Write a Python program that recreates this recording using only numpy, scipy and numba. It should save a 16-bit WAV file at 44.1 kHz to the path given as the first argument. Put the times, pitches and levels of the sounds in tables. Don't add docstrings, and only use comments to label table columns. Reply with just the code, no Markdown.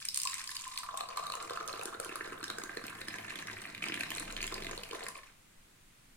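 import sys
import numpy as np
from scipy import signal
from scipy.fft import rfft, irfft, next_fast_len
from scipy.io import wavfile
from scipy.ndimage import uniform_filter1d, map_coordinates
from numba import njit

SR = 44100
rng = np.random.default_rng(int(sys.argv[2]) if len(sys.argv) > 2 else 0)


def store_pcm(level_fs):
    pcm = np.round(np.clip(level_fs, -1, 1) * 32767).astype(np.int16)
    wavfile.write(sys.argv[1], SR, np.atleast_2d(pcm).T)


N = 271712
T_S = np.arange(N) / SR
TOP_HZ = 15900


def amp(db):
    return 10 ** (np.asarray(db) / 20)


def unit(x):
    return x / np.sqrt(np.mean(x ** 2) + 1e-20)


def along(points, hz):
    f, v = np.transpose(points)
    return np.interp(np.log(hz + 1), np.log(f + 1), v)


def curve(rows):
    s, values = np.transpose(rows)
    return np.interp(T_S, s, values)


def wobble(knots_per_s):
    knots = rng.standard_normal(int(N * knots_per_s / SR) + 4)
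    return map_coordinates(knots, [np.arange(N) * knots_per_s / SR])


def filtered(x, response):
    size = next_fast_len(N + SR // 2)
    return irfft(rfft(x, size) * response(np.fft.rfftfreq(size, 1 / SR)), size)[..., :N]


def butter(x, order, edge_hz, kind):
    return signal.sosfilt(signal.butter(order, edge_hz, kind, fs=SR, output="sos"), x)


def coloured(x, points, size=4096):
    cepstrum = irfft(np.log(amp(along(points, np.fft.rfftfreq(size, 1 / SR)))))
    fold = 1 + np.sign(size // 2 - np.arange(size)) * (np.arange(size) > 0)
    impulse = irfft(np.exp(rfft(cepstrum * fold)))
    return signal.fftconvolve(x, impulse[None], axes=1)[:, :N]


def modes(table, f):
    return sum(amp(db) * 1j * f * w / (c * c - f * f + 1j * f * w) for c, w, db in table)


def add(track, s, sound):
    part = track[..., max(round(s * SR), 0):][..., :sound.shape[-1]]
    part += sound[..., :part.shape[-1]]


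def ping(t, hz, cycles, phase=0, onset=0.29, rise=0):
    turns = t * hz
    shape = (1 - np.exp(-turns / onset)) * np.exp(-turns / cycles)
    shape = shape / shape.max(axis=-1, keepdims=True)
    return shape * np.sin(2 * np.pi * turns * (1 + rise * turns / cycles / 2) + phase)


def bubbles(drive, rate, pitch, spread, cycles, onset, size_db, width, size, rise=0):
    count = int(rate * N / SR)
    at = rng.integers(0, N, count)
    now = lambda values: np.broadcast_to(values, N)[at, None]
    detune, strength, life, place = rng.standard_normal((4, count, 1))
    hz = now(pitch) * np.exp(now(spread) * detune)
    ring = now(cycles) * np.exp(0.44 * life)
    gain = now(drive) * amp(size_db * np.minimum(strength, 1.3)) * np.sqrt(hz / ring) * (hz < TOP_HZ)
    t = np.arange(size) / SR
    slots = (at[:, None] + np.arange(size)).ravel()
    sides = []
    for side in (1, -1):
        rings = gain * ping(t, hz, ring, side * width * place, onset * ring, rise)
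        sides.append(np.bincount(slots, rings.ravel(), N)[:N])
    return np.array(sides)


def steady(x, lo_hz, hi_hz):
    power = np.mean(filtered(x, lambda hz: (hz > lo_hz) & (hz < hi_hz)) ** 2, axis=0)
    slow = uniform_filter1d(uniform_filter1d(power, SR // 8), SR // 8)
    return x / np.sqrt(np.abs(slow) + 1e-12)


# f/Hz, relative density/dB
HUSH_SPECTRUM = [(25, 5), (45, -8), (110, -5.5), (240, -8.5), (400, -14.5), (850, -15.5), (2200, -14.5),
                 (5500, -21), (8500, -18.5), (12000, -24.5), (15500, -28)]
# f/Hz, left-right likeness (-1 to 1)
HUSH_LIKENESS = [(60, 1), (130, 0.88), (290, 0.5), (640, -0.44), (1400, 0.21), (3100, -0.023)]
HUSH_RMS_DB = -61.5


def hush():
    turn = lambda hz: np.arccos(np.clip(along(HUSH_LIKENESS, hz), -1, 1)) / 2
    shape = lambda hz: amp(along(HUSH_SPECTRUM, hz)) * [np.cos(turn(hz)), np.sin(turn(hz))]
    mid, side = filtered(rng.standard_normal((2, N)), shape)
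    return amp(HUSH_RMS_DB) * unit(np.array([mid + side, mid - side]))


POOL_S, POOL_RISE_S = 0.69, 0.26


def pool():
    return np.clip((T_S - POOL_S) / POOL_RISE_S, 0, 1)


# t/s, share (0-1)
FROTH_SHARE = [(1.8, 0.16), (3.7, 0.29), (4.6, 1)]


def froth():
    return curve(FROTH_SHARE)


# t/s, length/m
AIR_LENGTH = [(0.65, 0.081), (0.85, 0.083), (1.25, 0.072), (1.7, 0.0661), (2.4, 0.06), (3.3, 0.0474),
              (4.4, 0.038), (5.05, 0.051)]
# t/s, f/Hz
CLOUD_PITCH = [(0.7, 917), (1.5, 521), (2.1, 412), (2.8, 306), (4.1, 293), (5.2, 499)]
RING_CYCLES, RING_POWER = 3.07, 1.35
SOUND_M_PER_S = 343


def mug():
    air_m = curve(AIR_LENGTH)
    column_hz = SOUND_M_PER_S / (4 * air_m)
    return column_hz, RING_CYCLES * (air_m / air_m[0]) ** RING_POWER, curve(CLOUD_PITCH)


# t/s, rush level/dB
RUSHES = [(1.169, 2), (2.416, -1), (3.823, 7), (4.358, -1.5), (4.92, 4.5)]
LULL_S, SURGE_FADE_S = 0.095, 0.14


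def surge():
    s, rush_db = np.transpose(RUSHES)
    age_s = T_S - s[:, None]
    shape = np.where(age_s < 0, -np.exp(-np.abs(age_s) / LULL_S), np.exp(-np.abs(age_s) / SURGE_FADE_S))
    return rush_db @ shape


# t/s, tick level/dB, tick f/Hz; drop() offsets the levels
SPATTER_DROPS = [(0.0254, -38, 4940), (0.053, -29, 8790), (0.0866, -23.5, 5200), (0.1443, -25, 8900),
                 (0.1598, -27, 8300), (0.174, -20.5, 9100), (0.1892, -31, 8600), (0.200, -28.5, 5000),
                 (0.2176, -27, 9250), (0.2336, -24.5, 7800), (0.2523, -26.5, 7900), (0.273, -24.5, 5070),
                 (0.2977, -32, 7600), (0.311, -35.5, 7800), (0.342, -28, 8100), (0.4411, -35, 8300),
                 (0.475, -31.5, 4863), (0.5055, -34.5, 10200), (0.5667, -29, 4760), (0.6105, -36, 6950),
                 (0.679, -35, 8100), (0.7756, -27, 4480), (0.7876, -32.5, 8300), (0.974, -28, 7830),
                 (1.0074, -31.5, 4060), (1.171, -34, 8400), (1.2375, -41, 4030), (1.268, -32, 3900),
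                 (1.3209, -30.5, 4050), (1.426, -34.5, 7600), (1.677, -30, 6400), (1.7284, -36.5, 4100),
                 (1.8338, -33, 10300), (1.856, -29.5, 9500), (2.0004, -27, 9200), (2.047, -30.5, 10300),
                 (2.157, -31, 10440), (2.4804, -35.5, 3800), (2.585, -32, 7900), (2.637, -31.5, 6700),
                 (2.867, -33, 13300), (2.899, -42, 9900), (3.084, -33.5, 5070), (3.6177, -36.5, 8600),
                 (3.857, -38, 4870), (4.1045, -27.5, 12400), (4.15, -32, 7800), (4.198, -29.5, 9400),
                 (4.3246, -33.5, 6760), (4.416, -33, 4640), (4.428, -29, 6900), (4.4677, -31, 7350),
                 (4.542, -29.5, 4770), (4.6355, -41, 4100), (5.0363, -36.5, 7500), (5.085, -30.5, 10000),
                 (5.177, -46, 9000)]
# t/s, plop level/dB, plop f/Hz, gulp level/dB, tick level/dB
PLOP_DROPS = [(0.3318, -32.5, 1950, -62, -37), (0.342, -34.5, 2230, -63, -40),
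              (0.492, -33.5, 1760, -63, -34), (0.8331, -32, 1240, -63, -38), (0.8884, -26, 1160, -47, -49),
              (0.9416, -33, 1080, -31.5, -57), (1.007, -27.5, 1150, -30, -40), (1.035, -33, 1040, -34, -46),
              (1.088, -32, 1040, -44, -37.5), (1.173, -25, 1110, -59, -31.5),
              (1.1807, -27.5, 1070, -44, -47), (1.195, -31, 1000, -33, -40),
              (1.2644, -31.5, 1120, -53, -50), (1.2996, -28, 1170, -37, -36.5),
              (1.338, -29, 1000, -39, -37), (1.353, -30, 1170, -37, -32.5), (1.412, -30, 1190, -55, -54),
              (1.497, -29, 1270, -48, -36), (1.5069, -28.5, 1090, -27, -39.5),
              (1.534, -37, 1090, -37, -36.5), (1.5735, -22, 1280, -42, -43), (1.6093, -27, 1300, -36, -43),
              (1.684, -31, 1210, -33, -36), (1.737, -29, 1410, -33.5, -51), (1.7942, -35, 1300, -31, -38),
              (1.8124, -32.5, 1314, -49, -37), (1.8558, -34, 1360, -31.5, -33),
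              (1.9265, -33, 1110, -45, -52), (1.9476, -29, 1430, -34, -49), (1.999, -31, 1320, -29.5, -48),
              (2.0924, -37, 1270, -33, -38), (2.1218, -32, 1150, -36.5, -53),
              (2.157, -27.5, 1270, -41, -52), (2.2089, -23.5, 1740, -33, -55),
              (2.2753, -33, 1420, -32.5, -45.5), (2.3228, -30.5, 1420, -34, -53),
              (2.4288, -30, 1410, -32.5, -37), (2.441, -29, 1560, -44, -30.5),
              (2.5008, -25, 1490, -34, -29.5), (2.5843, -26.5, 1510, -31, -41),
              (2.6362, -31.5, 1130, -36, -56), (2.6943, -27.5, 1800, -39, -58),
              (2.771, -25.5, 1760, -26.5, -36), (2.8398, -30, 1460, -33, -40), (2.881, -29, 2540, -43, -43),
              (3.015, -29.5, 1706, -38.5, -37), (3.0833, -25.5, 1794, -35.5, -36),
              (3.141, -25.5, 1900, -38.5, -41), (3.185, -27, 2200, -38, -39), (3.2817, -31, 1875, -45, -59),
              (3.305, -26, 1880, -45, -38.5), (3.3569, -28, 2000, -43, -33.5),
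              (3.3884, -30.5, 2770, -37, -36), (3.4715, -31, 1970, -54, -36),
              (3.4845, -25.5, 1760, -47, -54), (3.499, -25, 1810, -40, -59),
              (3.5696, -27.5, 1980, -48, -59), (3.6538, -25.5, 2090, -46, -54),
              (3.7486, -26.5, 2400, -59, -40), (3.779, -30.5, 2190, -50, -45), (3.823, -24, 2280, -46, -48),
              (3.827, -22.5, 2540, -42, -53), (3.8398, -20, 2250, -40, -32.5), (3.885, -23, 2830, -35, -33),
              (3.898, -24, 1840, -27.5, -51), (3.9219, -19, 2510, -29, -55),
              (3.9418, -22, 2200, -42, -30.5), (3.975, -23, 1860, -31, -47), (4.008, -46, 2350, -52, -27),
              (4.0341, -21, 1880, -35.5, -32.5), (4.105, -27, 2950, -41, -39),
              (4.1176, -26, 1880, -41, -32.5), (4.182, -23.5, 2220, -44, -33), (4.223, -28, 1940, -43, -55),
              (4.366, -23, 3060, -53, -35), (4.3768, -29, 1920, -51, -41), (4.4055, -23, 2440, -53, -51),
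              (4.428, -22.5, 2280, -47, -45), (4.441, -21.5, 2770, -38, -37),
              (4.477, -28, 2100, -47, -31.5), (4.5235, -26.5, 1100, -31, -35.5),
              (4.5562, -29.5, 1880, -47, -51), (4.5798, -30, 1900, -31.5, -38),
              (4.6223, -29, 2080, -33, -37.5), (4.6458, -30, 2035, -39, -36),
              (4.6673, -27, 1980, -31.5, -35), (4.7122, -31.5, 2000, -32, -35.5),
              (4.777, -37, 890, -33, -36), (4.835, -27, 2880, -44, -35.5), (4.911, -27.5, 2900, -36, -39),
              (4.9307, -30, 1100, -38, -46), (4.942, -32, 1080, -32, -51), (5.007, -30, 1880, -37, -46),
              (5.066, -25, 1870, -56, -39), (5.2332, -38.5, 2000, -64, -55.5)]


def jet(gap_db, gap_s):
    neck = np.zeros(N)
    for s, *_ in [*PLOP_DROPS, *SPATTER_DROPS]:
        add(neck, s - gap_s, np.hanning(int(3.0 * gap_s * SR)))
    return amp(5.1 * np.minimum(wobble(120), 1.2) + 0.34 * wobble(35) + gap_db * np.minimum(neck, 1))


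# t/s, level/dB
SPLASH_LEVEL = [(0.0, -61.5), (0.32, -56.5), (1.05, -59.5), (1.36, -58.5), (1.62, -58.5), (1.99, -59),
                (2.15, -57.5), (2.7, -60.5), (2.82, -60.5), (3.25, -55), (3.57, -58.5), (3.81, -59),
                (4.04, -58), (4.17, -54.5), (4.52, -58.5), (4.96, -55), (5.24, -66), (5.45, -82.5)]


def splash_level():
    return curve(SPLASH_LEVEL) + surge()


# f/Hz, relative level/dB
SPRAY_SPECTRUM = [(2500, -38), (5000, 3.5), (7000, 4), (8800, -0.5), (11500, -1.5), (15000, -10.5)]


def crackle(drive, rate, size_db, life_ms):
    count = int(rate * N / SR)
    at = rng.integers(0, N, count)
    strength = drive[at] * amp(size_db * np.minimum(rng.standard_normal(count), 2))
    energy = np.bincount(at, strength ** 2, N)
    age = np.arange(SR // 100) / SR * 1000 / life_ms
    envelope = np.sqrt(np.abs(signal.fftconvolve(energy, age * np.exp(-age))[:N]))
    noise = envelope * rng.standard_normal((2, N))
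    mid, side = filtered(noise, lambda hz: amp(along(SPRAY_SPECTRUM, hz)))
    return mid + np.array([side, -side]) * 1.1


SPRAY_DB, SPRAY_BARE_DB = -3.5, 8


def spray(lumps):
    puffs = crackle(lumps, rate=1100, size_db=16.5, life_ms=1.0)
    beads = bubbles(lumps, rate=380, pitch=7020, spread=0.31, cycles=3.0, onset=0.32,
                    size_db=15.0, width=1.0, size=400)
    mix = unit(puffs) + amp(-2.5) * unit(beads)
    return amp(splash_level() + SPRAY_DB + SPRAY_BARE_DB * (1 - pool())) * steady(mix, 6700, 24000)


PATTER_DB, PATTER_BARE_DB = -2.5, 3
PATTER_BARE_HZ, PATTER_DEEP_HZ, PATTER_SINK_S = 4670, 1708, 0.933
PATTER_CYCLES, PATTER_DAMPED = 2.66, 0.52


def patter(lumps):
    hz = PATTER_DEEP_HZ + (PATTER_BARE_HZ - PATTER_DEEP_HZ) * np.exp(-T_S / PATTER_SINK_S)
    damping = np.clip(PATTER_DAMPED * np.maximum(1 - pool(), froth()), 0, .9)
    swarm = bubbles(lumps, rate=1150, pitch=hz, spread=0.556, cycles=PATTER_CYCLES * (1 - damping),
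                    onset=0.23, size_db=9.5, width=0.24, size=400, rise=0.073)
    return amp(splash_level() + PATTER_DB + PATTER_BARE_DB * (1 - pool())) * steady(swarm, 3263, 4310)


GULP_SPREAD = 0.13
TICK_CYCLES, TICK_SCATTER, TICK_LATE_S = 3.33, 0.413, 0.0022


def drop(t, plop_db, hz, ring, gulp_db, cloud_hz, tick_db, tick_hz):
    gulp_hz = cloud_hz * np.exp(GULP_SPREAD * rng.normal())
    sound = (amp(plop_db) * ping(t, hz, 0.46 + 0.54 * ring, onset=0.36 * ring)
             + amp(gulp_db + 2.0) * ping(t, gulp_hz, 1.19, onset=0.22)
             + amp(tick_db + 2.5) * ping(t, tick_hz, TICK_CYCLES, onset=3.0))
    small_hz = hz * np.exp(0.075 / ring * rng.normal())
    add(sound, rng.uniform(0.00145, 0.004646), amp(plop_db - 5.5) * ping(t, small_hz, 1.0))
    for late, detune in zip(rng.random(size=3), rng.standard_normal(size=3)):
        droplet_hz = min(tick_hz * np.exp(TICK_SCATTER * detune), TOP_HZ)
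        add(sound, TICK_LATE_S * late, amp(tick_db - 3.5) * ping(t, droplet_hz, TICK_CYCLES))
    return sound


def puff(t, db):
    noise = butter(rng.standard_normal((2, len(t))), 2, [2800, 15000], "band")
    age = t / 0.00068
    return amp(db + 1.5) * noise * age ** 2 * np.exp(-age)


DROP_T_S = np.arange(SR // 16) / SR
PUFF_LEAD_S = 0.0012
GURGLE_BARE_DB = -39
SPATTER_PLOP_DB, SPATTER_BARE_DB, SPATTER_GULP_DB = -9, -21, -5


def spatters():
    out = np.zeros((2, N))
    column_hz, ring, cloud_hz = mug()
    bare = 1 - pool()
    for s, tick_db, tick_hz in SPATTER_DROPS:
        at = round(s * SR)
        plop_db = tick_db + SPATTER_PLOP_DB + SPATTER_BARE_DB * bare[at]
        gulp_db = plop_db + SPATTER_GULP_DB + GURGLE_BARE_DB * bare[at]
        plop_hz = column_hz[at] * (1 + bare[at])
        add(out, s, drop(DROP_T_S, plop_db, plop_hz, ring[at], gulp_db, cloud_hz[at], tick_db, tick_hz))
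        add(out, s - PUFF_LEAD_S, puff(DROP_T_S, tick_db))
    return out


# t/s, level/dB
STREAM_LEVEL = [(0.0, -89), (0.14, -69), (0.28, -49.5), (1.1, -49.5), (1.22, -48.5), (1.72, -47),
                (1.93, -47.5), (2.91, -49), (3.35, -49), (3.75, -48.5), (4.03, -46.5), (4.21, -48.5),
                (4.61, -45.5), (4.72, -46), (4.88, -53.5), (5.02, -54), (5.14, -56.5)]
STOP_S, STOP_DB_PER_S = 5.12, 128


def flow_level():
    return curve(STREAM_LEVEL) - STOP_DB_PER_S * np.maximum(T_S - STOP_S, 0)


COLUMN_DB, COLUMN_BARE_DB, COLUMN_FROTH_DB = 2, -8, -12.5


def column(lumps):
    column_hz, ring, _ = mug()
    swarm = bubbles(lumps, rate=340, pitch=column_hz, spread=0.32 / ring ** 1.53, cycles=ring,
                    onset=0.52, size_db=1.0, width=0.13, size=1000)
    level_db = flow_level() + surge() + COLUMN_DB + COLUMN_BARE_DB * (1 - pool()) + COLUMN_FROTH_DB * froth()
    return amp(level_db) * steady(swarm, 840, 3200)


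COLUMN_RING_DB, COLUMN_WIDTH_HZ = -2, 100


def air_column(x):
    column_hz, cycles, _ = mug()
    carrier = np.exp(2j * np.pi * np.cumsum(column_hz) / SR)
    keep = np.exp(-np.pi * COLUMN_WIDTH_HZ / SR)
    ring = 2 * np.real(carrier * signal.lfilter([1 - keep], [1, -keep], x / carrier))
    return x + amp(COLUMN_RING_DB) * cycles / RING_CYCLES * np.clip(1 - froth(), 0, 1) * ring


# t/s, mid f/Hz, level/dB, length/s
BLOOP_BUBBLES = [(0.252, 1056, -30.5, 0.011), (0.663, 1025, -37, 0.016), (0.864, 1140, -39.5, 0.014),
                 (0.946, 1117, -39, 0.016), (0.976, 1120, -40, 0.017), (1.222, 1133, -35.5, 0.015),
                 (1.636, 1244, -38.5, 0.014), (2.774, 295, -41, 0.02), (4.203, 300, -36, 0.025),
                 (5.004, 1028, -45, 0.015), (5.062, 1086, -42, 0.012), (5.080, 1054, -38, 0.015),
                 (5.099, 1050, -38, 0.011), (5.037, 450, -40, 0.016), (5.152, 1120, -40, 0.012),
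                 (5.154, 2370, -34.5, 0.0032), (5.169, 1063, -42.5, 0.012), (5.170, 564, -46, 0.017),
                 (5.233, 1080, -51, 0.011)]
BLOOP_RISE = 0.08


def bloops():
    out, t = np.zeros((2, N)), DROP_T_S
    for s, hz, db, length_s in BLOOP_BUBBLES:
        swell = np.sin(np.pi * np.minimum(t / length_s, 1)) ** 2
        turns = hz * t * (1 - BLOOP_RISE * (1 - t / length_s) / 2)
        add(out, s, amp(db) * swell * np.sin(2 * np.pi * turns))
    return out


PLOP_TICK_HZ, PLOP_TICK_SPREAD = 4211, 0.284


def plops():
    out = np.zeros((2, N))
    _, ring, cloud_hz = mug()
    for s, plop_db, hz, gulp_db, tick_db in PLOP_DROPS:
        at = round(s * SR)
        tick_hz = PLOP_TICK_HZ * np.exp(PLOP_TICK_SPREAD * rng.normal())
        add(out, s, drop(DROP_T_S, plop_db, hz, ring[at], gulp_db, cloud_hz[at], tick_db, tick_hz))
        add(out, s - PUFF_LEAD_S, puff(DROP_T_S, tick_db))
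    return out


GURGLE_DB = -2
GURGLE_BEST_HZ, GURGLE_DB_PER_OCTAVE = 435, 7
CRATER_DB, CRATER_S = 5, 4.85


def gurgle(lumps):
    cloud_hz = mug()[2]
    swarm = bubbles(lumps, rate=260, pitch=cloud_hz, spread=0.267, cycles=2.2, onset=0.31,
                    size_db=5.5, width=0.15, size=2000)
    octaves_off = np.abs(np.log2(cloud_hz / GURGLE_BEST_HZ))
    level_db = (flow_level() + surge() + GURGLE_DB + GURGLE_BARE_DB * (1 - pool())
                + CRATER_DB * (T_S > CRATER_S) - GURGLE_DB_PER_OCTAVE * octaves_off)
    return amp(level_db) * steady(swarm, 291, 1100)


CHURN_DB, CHURN_FROTH_DB, CHURN_HZ = -8, 2, 880


def churn(lumps):
    swarm = bubbles(lumps, rate=420, pitch=CHURN_HZ, spread=0.359, cycles=2.94, onset=0.37,
                    size_db=5.0, width=0.22, size=1200)
    level_db = flow_level() + surge() + CHURN_DB + CHURN_FROTH_DB * froth()
    return pool() * amp(level_db) * unit(swarm)


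def stream():
    lumps = jet(gap_db=-1.5, gap_s=0.0031)
    last_thread = np.interp(T_S, [5.27, 5.42], [1, 0])
    return last_thread * (gurgle(lumps) + column(lumps) + patter(lumps) + spray(lumps) + churn(lumps))


# f/Hz, width/Hz, relative level/dB
TABLE_MODES = [(106.7, 11.3, 5), (161.3, 8, 5.5), (204, 23.5, 2)]
THRUM_DB, THRUM_DB_PER_S, THRUM_FULL_S = -27.5, 5.5, 3.17


def thrum():
    wood = unit(filtered(rng.standard_normal(N), lambda f: modes(TABLE_MODES, f)))
    level_db = flow_level() + THRUM_DB + THRUM_DB_PER_S * np.minimum(T_S, THRUM_FULL_S)
    return amp(level_db) * pool() * wood


FIZZ_DB, FIZZ_FROM_S, FIZZ_FULL_S = -7, 1, 1.7
FIZZ_PER_S, FIZZ_LIFE_S, FIZZ_EDGE_HZ = 52, 0.0014, 9500


def fizz():
    foam = np.interp(T_S, [FIZZ_FROM_S, FIZZ_FULL_S, 5.1, 5.3], [0, 1, 1, 0])
    noise = rng.standard_normal((2, N))
    pops = (rng.random(N) < FIZZ_PER_S / SR).astype(float)
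    age = np.arange(SR // 100) / SR / FIZZ_LIFE_S
    envelope = signal.fftconvolve(pops, age ** 2 * np.exp(-age))[:N]
    puffs = envelope * (noise + noise[::-1] / 2)
    bright = filtered(butter(puffs, 3, FIZZ_EDGE_HZ, "high"), lambda hz: hz < TOP_HZ)
    return foam * amp(curve(SPLASH_LEVEL) + FIZZ_DB) * unit(bright)


# t/s, level/dB
THROB_LEVEL = [(3.9, -95), (4.06, -62), (4.2, -57), (4.4, -49.5), (4.7, -50), (4.9, -64), (5.2, -71),
               (5.4, -99)]


def throb():
    tone = np.sin(2 * np.pi * np.cumsum(26 + 0.88 * wobble(5.43)) / SR)
    return amp(curve(THROB_LEVEL)) * unit(tone * amp(1.1 * wobble(7)))


@njit
def high_pass(x, step):
    out, low, band = np.zeros_like(x), 0.0, 0.0
    for i in range(len(x)):
        low += step[i] * band
        out[i] = x[i] - low - band
        band += step[i] * out[i]
    return out


EDGE_DEEP, EDGE_BARE = 0.5, 1


def hollow(x):
    edge_hz = mug()[2] * (EDGE_BARE + (EDGE_DEEP - EDGE_BARE) * pool())
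    step = 2 * np.pi * edge_hz / SR
    return np.array([high_pass(high_pass(side, step), step) for side in x])


# f/Hz, level/dB
BODY_COLOUR = [(260, -13), (450, -6.5), (590, -6.5), (700, -4), (820, -7.5), (1030, -5.5), (1400, -7),
               (2750, -1.6), (3350, -5), (3850, -0.5), (5900, -5), (7000, -1.5), (9200, 0.23), (11500, -6),
               (15000, -12)]
# f/Hz, width/Hz, level/dB
BODY_RINGS = [(295, 30, -5), (698, 50, -1), (1085, 130, -7), (1830, 160, -14)]


def body(x):
    return filtered(coloured(x, BODY_COLOUR), lambda f: 1 + modes(BODY_RINGS, f))


# f/Hz, lag/rad (0 up to 330 Hz)
PHASE_LAG = [(330, 1.5), (520, -1.75), (690, -2.5), (900, -1.5), (1100, 2), (2000, 0)]
# f/Hz, level/dB
SIDE_TILT = [(150, 2.5), (380, -5.5), (700, 1), (1300, -2.5), (4400, -3.5), (8500, -3), (15000, 5.5)]


def placed(x, lead_ms):
    def half(hz):
        phase = -.5 * along(PHASE_LAG, hz) * (hz > 330) + np.pi * hz * lead_ms / 1000
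        return amp(along(SIDE_TILT, hz) / 2) * np.exp(1j * phase)

    drift_db = np.interp(T_S, [1.2, 1.8, 3.2, 4.2], [2.16, 1.0, 2.2, 2.3])
    sides = filtered(x, lambda hz: np.array([half(hz), 1 / half(hz)]))
    return sides * amp([drift_db / 2, -drift_db / 2])


# f/Hz, t60/s
ROOM_DECAY = [(200, 0.19), (2000, 0.34), (12000, 0.28)]


def room(x, near_db, far_db):
    hz, t, z = signal.stft(rng.standard_normal((2, SR // 3)), SR, nperseg=256)
    decay = amp(-60 * t / along(ROOM_DECAY, hz)[:, None])
    tail = signal.istft(z * decay, SR, nperseg=256)[1]
    t = np.arange(tail.shape[1]) / SR
    short_waves = butter(rng.standard_normal(tail.shape), 2, 1200, "high")
    near = short_waves * amp(-60 * t / 0.011) * (t > .001)
    far = tail * (t > .005)
    answer = sum(amp(db) * h / np.linalg.norm(h[0]) for db, h in [(near_db, near), (far_db, far)])
    wet = signal.fftconvolve(x, answer, axes=1)[:, :N]
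    common = wet.mean(axis=0)
    return x + common + filtered(wet - common, lambda hz: hz / np.hypot(hz, 450))


def scene():
    pour = stream() + plops() + spatters() + bloops() + fizz()
    tea = placed(body(hollow(air_column(pour))), lead_ms=0.088)
    return room(tea, near_db=-7.0, far_db=-5) + thrum() + throb() + hush()


def record(dry):
    return filtered(dry, lambda hz: hz < TOP_HZ)


dry = scene()
out = record(dry)
store_pcm(out)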